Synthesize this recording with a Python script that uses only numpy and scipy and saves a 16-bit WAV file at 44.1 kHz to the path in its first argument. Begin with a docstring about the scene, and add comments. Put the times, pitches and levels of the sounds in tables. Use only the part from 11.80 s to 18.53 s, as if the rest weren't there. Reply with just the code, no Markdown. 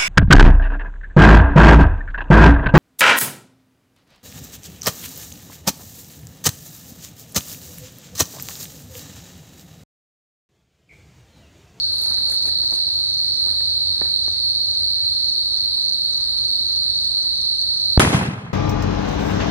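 """Open ground at night: trilling crickets, a fainter chirper, a throbbing hum, steps in grass.
The insects are enveloped gliding tones over bands of noise; the steps are grainy noise and ringing knocks.
A large firecracker bursts: a clipped shock turns the night down, then 20 ms later come the crack, built from
sharp pressure fronts, and a roll of decaying noise bands. The treble lies mostly in the stereo difference."""
import sys
import numpy as np
from scipy import signal
from scipy.fft import irfft, next_fast_len
from scipy.io import wavfile
from scipy.ndimage import uniform_filter1d

SR = 44100
rng = np.random.default_rng(int(sys.argv[2]) if len(sys.argv) > 2 else 0)


def dump_mix(stems):
    """Bounce the given channels to the path in sys.argv[1] as a 16-bit WAV at rate SR."""
    frames = np.atleast_2d(stems).T  # one column per channel
    limited = np.clip(frames, -1, 1)  # hard clip at full scale
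    pcm = np.round(limited * 32767).astype(np.int16)
    wavfile.write(sys.argv[1], SR, pcm)


N = 296789
T = np.arange(N) / SR  # seconds

# Night air by frequency. Each row: frequency in Hz, mid level in dB per third octave, side minus mid in dB.
AIR_SPECTRUM = [(24.6, -71.5, -23), (45.3, -57.5, -33), (68.6, -54.5, -26), (129, -58, -12), (260, -63, 0),
                (474, -63.5, 2.5), (1280, -65.5, 5), (1900, -64.5, 4), (2420, -67.5, 5), (3150, -77, 17),
                (4500, -46, -2), (5010, -54.5, 9.5), (6400, -97, 12), (7900, -65, 16), (10200, -68.5, 12.5),
                (12600, -63.5, 1)]
AIR_FLICKER_DB = 1.7
MID_TOP_HZ, SIDE_TOP_HZ = 13500, 14200  # tops of the night's mid and side

# Loudness of the hum over time. Each row: time in seconds, level in dB.
HUM_LEVEL = [(0, -45.5), (1.1, -47.5), (1.7, -43), (3.3, -47), (3.9, -56.5), (6.2, -47.5)]
HUM_HZ, THROB_DEPTH, THROB_HZ = 87.8, 0.42, 5.05

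# Trilling crickets. Each row: wing strokes per second, wing tone in Hz, level in dB within the chorus,
# mid as a signed share of the side.
TRILLERS = [(92.71, 4080, -2.5, -.4), (99.31, 4310, -1, .1), (94.55, 4300, -1.5, -.55),
            (94.12, 4230, -3, -.5), (97.07, 4260, -1.5, -.45), (98.12, 4280, -5, -.55),
            (101.3, 4400, -9, .4), (87.4, 4150, -9, .4), (96.2, 4220, -7, -.5), (90.5, 4300, -8, .3),
            (103.4, 4240, -8, -.4), (84.1, 4260, -8, -.2), (94.18, 3800, -15, -.3), (95.5, 3740, -19, -.3),
            (91.4, 3900, -14, -.4)]
# Hiss of far trillers. One row: centre in Hz, width in Hz, side level in dB, mid minus side in dB.
FAR_TRILLERS = (4270, 440, -26, -4.5)
CHORUS_DB, OVERTONE_DB, RATE_DRIFT = -19.5, -29, .00045  # drift is a share of the stroke rate
STROKE_DUTY, STROKE_GLIDE_HZ = 0.493, 544  # sounding share of a wing cycle, total fall of its tone

# Calls of the chirper. 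Each row: first full stroke in seconds, number of full strokes,
# lead of the soft opening stroke in seconds.
CHIRP_CALLS = [(.03, 1, .025), (.253, 3, .026), (.577, 3, .025), (.864, 3, .025), (1.157, 0, .024),
               (1.295, 3, .026), (1.556, 1, .024), (1.921, 0, .024), (2.476, 2, .044), (2.9, 2, .043),
               (3.485, 2, .042), (3.762, 2, .041), (4.044, 3, .029), (4.324, 3, .022), (4.599, 3, .027),
               (4.875, 3, .024), (5.166, 3, .023), (5.418, 1, .025), (5.568, 3, .024), (5.808, 1, .023),
               (5.962, 3, .024)]
# Hiss of far chirpers. One row: centre in Hz, width in Hz, side level in dB, mid minus side in dB.
FAR_CHIRP_HISS = (5951, 622.5, -54.5, -6)
CHIRP_DB, OPENING_DB, CHIRP_MID = -39, -4.5, .36  # opening relative to a full stroke, mid as a share of side
CHIRP_HZ, CHIRP_FALL_HZ_PER_S, CHIRP_STROKE_S, CHIRP_GAP_S = 6400, 48000, .021, .0396

# Steps brushing grass. 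Each row: centre in seconds, length in seconds, swish level in dB, scuff level in dB.
GRASS_STEPS = [(0.129, 0.055, -60, -55), (0.223, 0.19, -47, -54), (0.334, 0.23, -56.5, -52),
               (0.425, 0.16, -62, -62), (0.518, 0.12, -46, -50.5), (0.58, 0.094, -68, -71),
               (0.667, 0.12, -50, -53), (0.813, 0.49, -70, -60), (0.952, 0.11, -52, -53),
               (1.685, 0.22, -58.5, -54), (1.81, 0.03, -72, -57), (2.247, 0.21, -69, -53)]
# Colour of the blades' swish. Each row: band centre in Hz, relative level in dB.
SWISH_BANDS = [(6800, -3), (8000, -3.5), (9200, 3.5), (10400, 2), (11600, -1.5), (12800, -12), (13900, -15)]
# Colour of the soles' scuff. Each row: band centre in Hz, relative level in dB.
SCUFF_BANDS = [(300, 2), (700, 1), (1150, -1.5), (1700, -3), (2400, -10.5)]
SWISH_GRAIN_DB = 3

# Crackles of dry blades. Each row: time in seconds, level in dB, centre in Hz.
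BLADE_CRACKLES = [(.124, -32, 10300), (.163, -31, 10100), (.198, -40, 11000), (0.219, -22, 11400),
                  (0.221, -37, 7000), (.212, -35, 10800), (.228, -34, 10200), (.236, -35, 11400),
                  (.255, -35, 10500), (.278, -35, 10600), (.291, -38, 9800), (.5, -29, 7240),
                  (.515, -28, 10700), (0.522, -26.5, 7040), (.522, -25, 10600), (.529, -36, 10300),
                  (.56, -39, 8800), (.638, -39, 8500), (.676, -40, 10200), (.94, -40, 9400)]
CRACKLE_MS, CRACKLE_WIDTH_HZ, CRACKLE_MID = 1.2, 1500, .5  # time to the envelope's peak, width, mid share

# Knocks of twigs and stones. Each row: time in seconds, peak in dB, ring level in dB.
TWIG_KNOCKS = [(0.923, -26, -13), (0.929, -32, -7), (.939, -29, -10), (1.08, -33.5, -8), (.836, -33.5, 5),
               (1.666, -33, -8), (1.685, -37, -2), (1.703, -43, -4), (1.807, -31, 7), (2.2111, -27, -5),
               (2.216, -15.5, 0), (2.227, -32, -8), (2.254, -30.5, 4), (2.4794, -25, -4)]
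# Body modes of a knock. Each row: frequency in Hz, level in dB, 60 dB decay in seconds.
BODY_MODES = [(304, 3.5, 0.013), (710, 4.5, 0.0069), (1110, 0, 0.0077), (2260, -7, 0.0092)]
# Ringing mode of a knock. One row: frequency in Hz, level in dB, 60 dB decay in seconds.
RING_MODE = (1800, -4, 0.02)
KNOCK_LAG, KNOCK_TOP_HZ = 6, 2600  # samples the right ear is late, top of a soft contact

# The shock steps the pressure; then the crack slams the diaphragm outwards in a ragged push.
SHOCK_S, CRACK_S, SHOCK_DB, SHOCK_LAG = 6.1764, 6.196, 4.2, 4  # lag: samples the left ear is late
BASS_CUT_HZ, BASS_CUT_Q = 61, 1.2
PUSH_S, PUSH_DB, PUSH_MS, RAG_DB, RAG_HZ = 6.19725, -3.5, .62, -9, 1700

# The shock turns the night down at once, the crack further still.
DEAF_DB, DEAFER_DB, DEAFER_S = -25, -17, .035

# Pressure fronts of the crack and its echoes. Each row: trough in seconds, trough size in dB,
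# nominal length in milliseconds.
PRESSURE_FRONTS = [(6.19618, -2, .075), (6.19628, -3, .22), (6.1965, -4, .2), (6.2001, -10, .8),
                   (6.2008, -11, 4), (6.2012, -9, .5), (6.2019, -5, .5), (6.205, -10, .6),
                   (6.2059, -9, 1.6), (6.209, -9, 1.2), (6.2158, -8, .8), (6.2195, -10, .4),
                   (6.2235, -11, .4), (6.2286, -11, 3.5), (6.2374, -12, 3.5), (6.2676, -14, 5),
                   (6.2492, -7, .45), (6.2502, -11, .4), (6.2527, -9, 2.2), (6.264, -12, .6),
                   (6.2748, -11, .6), (6.2799, -8.5, 4.8), (6.3061, -14, 3.5), (6.3324, -15, 2.5),
                   (6.3452, -10, .6), (6.3504, -4.5, 4), (6.371, -14, 3), (6.3798, -13.5, 4.5),
                   (6.4032, -17, 3.5), (6.4135, -12, .7), (6.4179, -12.5, 3.5), (6.4295, -17, .45),
                   (6.43, -17, 4), (6.4548, -19, 2.6), (6.4747, -21, 4), (6.488, -12.5, 3.8),
                   (6.5066, -22, 3), (6.5321, -23, 4), (6.571, -25, 4), (6.5795, -24, .6), (6.5799, -27, 5),
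                   (6.5887, -25, 5), (6.6394, -28, 4.5), (6.648, -31, .5), (6.647, -28, 4.5),
                   (6.6549, -27, 4.5), (6.666, -30, .5), (6.6861, -29, 4), (6.7036, -27, 4),
                   (6.705, -32, .9)]
EAR_LAG_MS = 0.46  # most by which an echo reaches one ear first
# Radians of ring per unit of front time, then its spread before and after the trough in the same unit.
RING_TURN, RING_BEFORE, RING_AFTER = 1.5, 1.8, 2.2
SNAP_DB, SNAP_MS, SNAP_HZ, SNAP_DULL_S = -11, 2, 5000, .3

# Small echoes from scattered banks and trunks: the strongest level and the middle length.
SCATTER_COUNT, SCATTER_DB, SCATTER_T60_S, SCATTER_MS = 90, -16, 1, 1.66

# Roll of the blast by frequency. Each row: frequency in Hz, mid level in dB per third octave at the crack,
# 60 dB decay in seconds, side minus mid in dB.
ROLL_SPECTRUM = [(30, -50, .3, -17), (60, -38, .45, -18), (85, -32, .75, -20), (120, -32, 1.8, -18),
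                 (170, -30, 2.4, -15), (240, -29, 1.4, -11), (330, -28.5, 1.08, -7), (600, -31, 1.26, -3),
                 (1160, -32.5, 1.53, 1.5), (2400, -33.5, 1.14, 7), (4550, -36.5, 0.89, 6.5),
                 (8000, -38.5, 0.75, 7.5), (11000, -33, 0.64, 6), (12800, -57, 0.67, 14)]
# The roll starts hot, sags, and surges once as a far bank answers.
HEAD_DB, HEAD_S, SAG_DB_PER_S = 6, 0.035, 1.5
HEAD_FULL_HZ = 805  # the hot start weakens below this, the surge grows above it
SURGE_S, SURGE_DB, SURGE_RISE_S, SURGE_FALL_S = 6.342, 4.5, 0.017, 0.12
SURGE_TREBLE_DB_PER_OCTAVE = 0.2
# Tops of the mid of the roll and of the whole snaps, of the side of the roll, and of the converter.
BLAST_MID_TOP_HZ, BLAST_SIDE_TOP_HZ, TOP_HZ = 12000, 13500, 16450


def undb(db):
    """Decibels to amplitude."""
    return np.exp(np.asarray(db) * np.log(10) / 20)


def curve(table):
    """A breakpoint table read over the whole scene."""
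    return np.interp(T, *np.transpose(table))


def walk(rate, count=N):
    """Random levels held 1 / rate s and smoothed twice; spread near 1."""
    coarse = np.repeat(rng.standard_normal(int(count * rate / SR) + 2), 8)
    coarse = 1.306 * uniform_filter1d(uniform_filter1d(coarse, size=8), size=8)
    return np.interp(T[:count] * rate * 8, np.arange(len(coarse)), coarse)


def band(hz, width_hz, count=N):
    """Noise of rms 1 under a bell-shaped spectrum."""
    size = next_fast_len(count)
    bell = np.exp(-2 * ((np.arange(size // 2 + 1) * SR / size - hz) / width_hz) ** 2)
    used = bell > 1e-5
    spectrum = np.zeros(len(bell), complex)
    spectrum[used] = bell[used] * (rng.standard_normal((used.sum(), 2)) @ [1, 1j])
    noise = irfft(spectrum, size)[:count]
    return noise / np.std(noise)


def pair(mid, side):
    """Mid and side to left and right."""
    return np.array([mid + side, mid - side])


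def thirds(table):
    """A spectrum table read at third-octave centres."""
    table = np.array(table)
    log_hz = np.log(table[:, 0])
    for hz in 25 * 2 ** (np.arange(28) / 3):
        yield (hz, *(np.interp(np.log(hz), log_hz, column) for column in table.T[1:]))


def add(out, s, sound):
    """Mixes a short sound in at s seconds."""
    i = int(s * SR)
    out[..., i:i + sound.shape[-1]] += sound[..., :N - i]


def low_pass(x, hz):
    """A steep cut above hz."""
    return signal.sosfilt(signal.butter(12, hz, fs=SR, output="sos"), x)


def cut_top(x, mid_hz, side_hz):
    """A steep cut of mid and side, each above its own top frequency."""
    return pair(low_pass((x[0] + x[1]) / 2, mid_hz), low_pass((x[0] - x[1]) / 2, side_hz))


def air():
    """Night air: noise bands that swell very slightly together and flicker alone."""
    out, swell = 0, walk(0.11)
    for hz, db, side_db in thirds(AIR_SPECTRUM):
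        gain = undb(db + 0.044 * swell + AIR_FLICKER_DB * walk(15))
        out = out + gain * pair(band(hz, hz / 5), undb(side_db) * band(hz, hz / 5))
    return out


def hum():
    """A low sine of wavering pitch whose level throbs, alike in both ears."""
    throb = 1 + THROB_DEPTH * np.cos(2 * np.pi * THROB_HZ * (T - .12))
    tone = np.sin(2 * np.pi * np.cumsum(HUM_HZ + 1.598 * walk(4)) / SR)
    return undb(curve(HUM_LEVEL)) * throb * tone


def crickets():
    """Each wing stroke restarts a falling tone; far singers blur into a band of hiss."""
    out = 0
    for rate, hz, db, mid in TRILLERS:
        cycles = np.cumsum(rate * (1 + RATE_DRIFT * walk(1.5))) / SR
        since = (cycles + rng.random()) % 1
        part = np.minimum(since / STROKE_DUTY, 1)
        stroke = np.sin(np.pi * part ** 0.94) ** 0.94  # quick start, slower end
        phase = 2 * np.pi * since / rate * (hz + STROKE_GLIDE_HZ * (1 - part) / 2)
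        tone = np.sin(phase) + undb(OVERTONE_DB) * np.sin(2 * phase)
        song = undb(CHORUS_DB + db + 1.66 * walk(5.46)) * stroke * tone
        out = out + pair(mid * song, song)
    hz, width, db, mid_db = FAR_TRILLERS
    for k, tone_db in ((1, db), (2, db + OVERTONE_DB)):
        # mid and side are unrelated
        hiss = pair(undb(mid_db) * band(k * hz, k * width), band(k * hz, k * width))
        out = out + undb(tone_db) * hiss
    return out


def chirper():
    """Even strokes, each sliding down and frayed by leaves; every call opens with a soft stroke."""
    calls, t = np.zeros(N), np.arange(int(CHIRP_STROKE_S * SR)) / SR
    sliding = np.sin(2 * np.pi * (CHIRP_HZ * t - CHIRP_FALL_HZ_PER_S * t ** 2 / 2))
    stroke = np.sin(np.pi * t / CHIRP_STROKE_S) * sliding
    for s, strokes, lead_s in CHIRP_CALLS:
        add(calls, s - lead_s, undb(CHIRP_DB + OPENING_DB) * stroke)
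        for k in range(strokes):
            add(calls, s + CHIRP_GAP_S * k, undb(CHIRP_DB + .8 * rng.standard_normal()) * stroke)
    calls = calls * undb(2 * walk(350))
    hz, width, db, mid_db = FAR_CHIRP_HISS  # more of its kind blur into hiss
    hiss = pair(undb(mid_db) * band(hz, width), band(hz, width))
    return pair(CHIRP_MID * calls, calls) + undb(db + 1.5 * walk(12)) * hiss


def step_gain(column, count):
    """Bell-shaped swells of all steps, at the levels in one column."""
    t = T[:count]
    return sum(undb(row[column]) * np.exp(-8 * ((t - row[0]) / row[1]) ** 2) for row in GRASS_STEPS)


def brushing():
    """Blades swish high and soles scuff low, as noise bands broken into patchy grains."""
    count = int(2.7 * SR)
    swish_gain, scuff_gain = step_gain(2, count), step_gain(3, count)
    shared = 2 * walk(400, count=count) + walk(44.1, count=count)
    near = 0
    for hz, db in SWISH_BANDS:
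        grain = undb(db - 5.5 + shared + SWISH_GRAIN_DB * walk(220, count=count))
        swish = pair(band(hz, 1200, count=count), 1.6 * band(hz, 1200, count=count))
        near = near + swish_gain * grain * swish
    for hz, db in SCUFF_BANDS:  # each band scrapes in its own grains
        grain = undb(db - 4.5 + shared / 2 + 4.63 * walk(150, count=count))
        scuff = pair(band(hz, 600, count=count), hz / 800 * band(hz, 800, count=count))
        near = near + scuff_gain * grain * scuff
    out = np.zeros((2, N))
    add(out, 0, near)
    return out


def crackles():
    """Dry blades crackle: tiny bursts of high noise that rise and die away."""
    out, t = np.zeros((2, N)), T[:600]
    x = 1000 * t / CRACKLE_MS
    for s, db, hz in BLADE_CRACKLES:
        mid, side = (band(hz, CRACKLE_WIDTH_HZ, count=len(t)) for _ in range(2))
        add(out, s - .001, undb(db) * pair(CRACKLE_MID * mid, side) / 2 * x * np.exp(1 - x))
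    return out


def ringing(hz, db, t60):
    """One decaying mode of a knocked body."""
    t = np.arange(int(.05 * SR)) / SR
    return undb(db - 60 * t / t60) * np.sin(2 * np.pi * hz * t)


def knocks():
    """Twigs and stones knock: decaying modes, the click dulled by a soft contact."""
    out = np.zeros((2, N))
    body = -sum((-1) ** k * ringing(*row) for k, row in enumerate(BODY_MODES))
    soft = signal.butter(4, KNOCK_TOP_HZ, fs=SR, output="sos")
    for s, db, ring_db in TWIG_KNOCKS:
        knock = signal.sosfilt(soft, body + undb(ring_db) * ringing(*RING_MODE))
        both = np.array([knock, np.roll(knock, KNOCK_LAG)])
        add(out, s, undb(db) * both / np.max(np.abs(knock)))
    return out


def deafness():
    """Gain of the night sounds: a drop at the shock, a slide after the crack."""
    slide = np.clip((T - CRACK_S) / DEAFER_S, 0, 1)
    return undb(DEAF_DB * (T > SHOCK_S) + DEAFER_DB * slide)


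def shock():
    """The shock pins the diaphragm with a pressure step, and the bass cut rings out."""
    w = 2 * np.pi * BASS_CUT_HZ
    b, a = signal.bilinear([1, 0, 0], [1, w / BASS_CUT_Q, w * w], SR)
    step_s = [SHOCK_S - .001, SHOCK_S - .00015, SHOCK_S + .0003]
    pinned = np.interp(T, step_s, [0, .45, -undb(SHOCK_DB)])  # a short swing the other way comes first
    step = signal.lfilter(b, a, uniform_filter1d(pinned, size=7))
    return np.array([np.roll(step, SHOCK_LAG), step])


def push():
    """The crack slams the diaphragm outwards: a flat-topped pulse roughened by noise."""
    out, t = np.zeros((2, N)), T[:200]
    rag = undb(RAG_DB) * np.array([band(RAG_HZ, RAG_HZ, count=len(t)) for _ in range(2)])
    pulse = np.exp(-(1000 * (t - t[-1] / 2) / PUSH_MS) ** 4)
    add(out, PUSH_S - t[-1] / 2, undb(PUSH_DB) * (1 + rag) * pulse)
    return out


def scattered():
    """Random echo fronts, weaker as they come from further off."""
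    when, size, length = rng.random((SCATTER_COUNT, 3)).T
    late = (N / SR - CRACK_S - .01) * when ** 1.3
    db = SCATTER_DB - 60 * late / SCATTER_T60_S - 8 * size
    return np.transpose([CRACK_S + 0.002 + late, db, SCATTER_MS * 6 ** (length - .5)])


def fronts():
    """Pressure fronts of the crack and echoes: each a trough between weaker crests, ringing on a little."""
    out = np.zeros((2, N))
    for s, db, ms in [*PRESSURE_FRONTS, *scattered()]:
        lag_ms = EAR_LAG_MS * min(ms, 1) ** 2 * (2 * rng.random() - 1)
        for ear, at in enumerate((s, s + lag_ms / 1000)):
            near = slice(int(at * SR) - 1000, int(at * SR) + 1000)
            u = (T[near] - at) * 2500 / ms  # front time: 2.5 units per nominal length
            fade = np.exp(-(u / np.where(u < 0, RING_BEFORE, RING_AFTER)) ** 2 / 2)
            out[ear, near] += -undb(db) * np.cos(RING_TURN * u) * fade
    return out


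def snaps():
    """The steep face of each clear echo snaps across the treble, less so on long blunt fronts."""
    out, t = np.zeros((2, N)), T[:700]
    for s, db, ms in PRESSURE_FRONTS[3:]:
        top_hz = SNAP_HZ / (1 + (s - CRACK_S) / SNAP_DULL_S)  # air dulls the later echoes
        noise = pair(band(0, top_hz, count=len(t)), band(0, top_hz, count=len(t)))
        snap = cut_top(noise * np.exp(-1000 * t / SNAP_MS), BLAST_MID_TOP_HZ, BLAST_MID_TOP_HZ)
        add(out, s - ms / 2500, undb(db + SNAP_DB) / max(ms, 1) * snap)
    return out


def swell_db(t, hz):
    """Level of a band of the roll t seconds after the crack, on top of its decay."""
    since = t + CRACK_S - SURGE_S
    surge = np.exp(-(since / np.where(since < 0, SURGE_RISE_S, SURGE_FALL_S)) ** 2)
    surge_db = SURGE_DB + SURGE_TREBLE_DB_PER_OCTAVE * np.log2(max(hz / HEAD_FULL_HZ, 1))
    head_db = HEAD_DB * min(hz / HEAD_FULL_HZ, 1)
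    return head_db * np.exp(-t / HEAD_S) - SAG_DB_PER_S * t + surge_db * surge


def roll():
    """Dense echoes as decaying noise; each band meets its own reflectors, so it is lumpy in its own way."""
    t = T[T >= CRACK_S] - CRACK_S
    count, bands = len(t), 0
    for hz, db, t60, side_db in thirds(ROLL_SPECTRUM):
        lumps_db = 1.5 * walk(min(hz / 4, 200), count=count)
        gain = undb(db - 60 * t / t60 + swell_db(t, hz) + lumps_db)
        noise = pair(band(hz, hz / 5, count=count), undb(side_db) * band(hz, hz / 5, count=count))
        bands = bands + gain * noise
    out = np.zeros((2, N))
    rough = undb(0.63 * walk(147.5, count=count))
    add(out, CRACK_S, cut_top(bands, BLAST_MID_TOP_HZ, BLAST_SIDE_TOP_HZ) * rough)
    return out


def blast():
    """The firecracker: shock, push, fronts with their snaps, and the roll."""
    return shock() + push() + fronts() + snaps() + roll()


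def scene():
    """The night, turned down by the shock and the crack, with the blast on top."""
    night = air() + hum() + crickets() + chirper() + brushing() + crackles() + knocks()
    return cut_top(deafness() * night, MID_TOP_HZ, SIDE_TOP_HZ) + blast()


def record(dry):
    """The converter clips near full scale and cuts the top."""
    clipped = np.clip(dry, -.98, .98)
    return signal.sosfilt(signal.ellip(8, .1, 70, TOP_HZ, fs=SR, output="sos"), clipped)


dry = scene()
out = record(dry)
dump_mix(out)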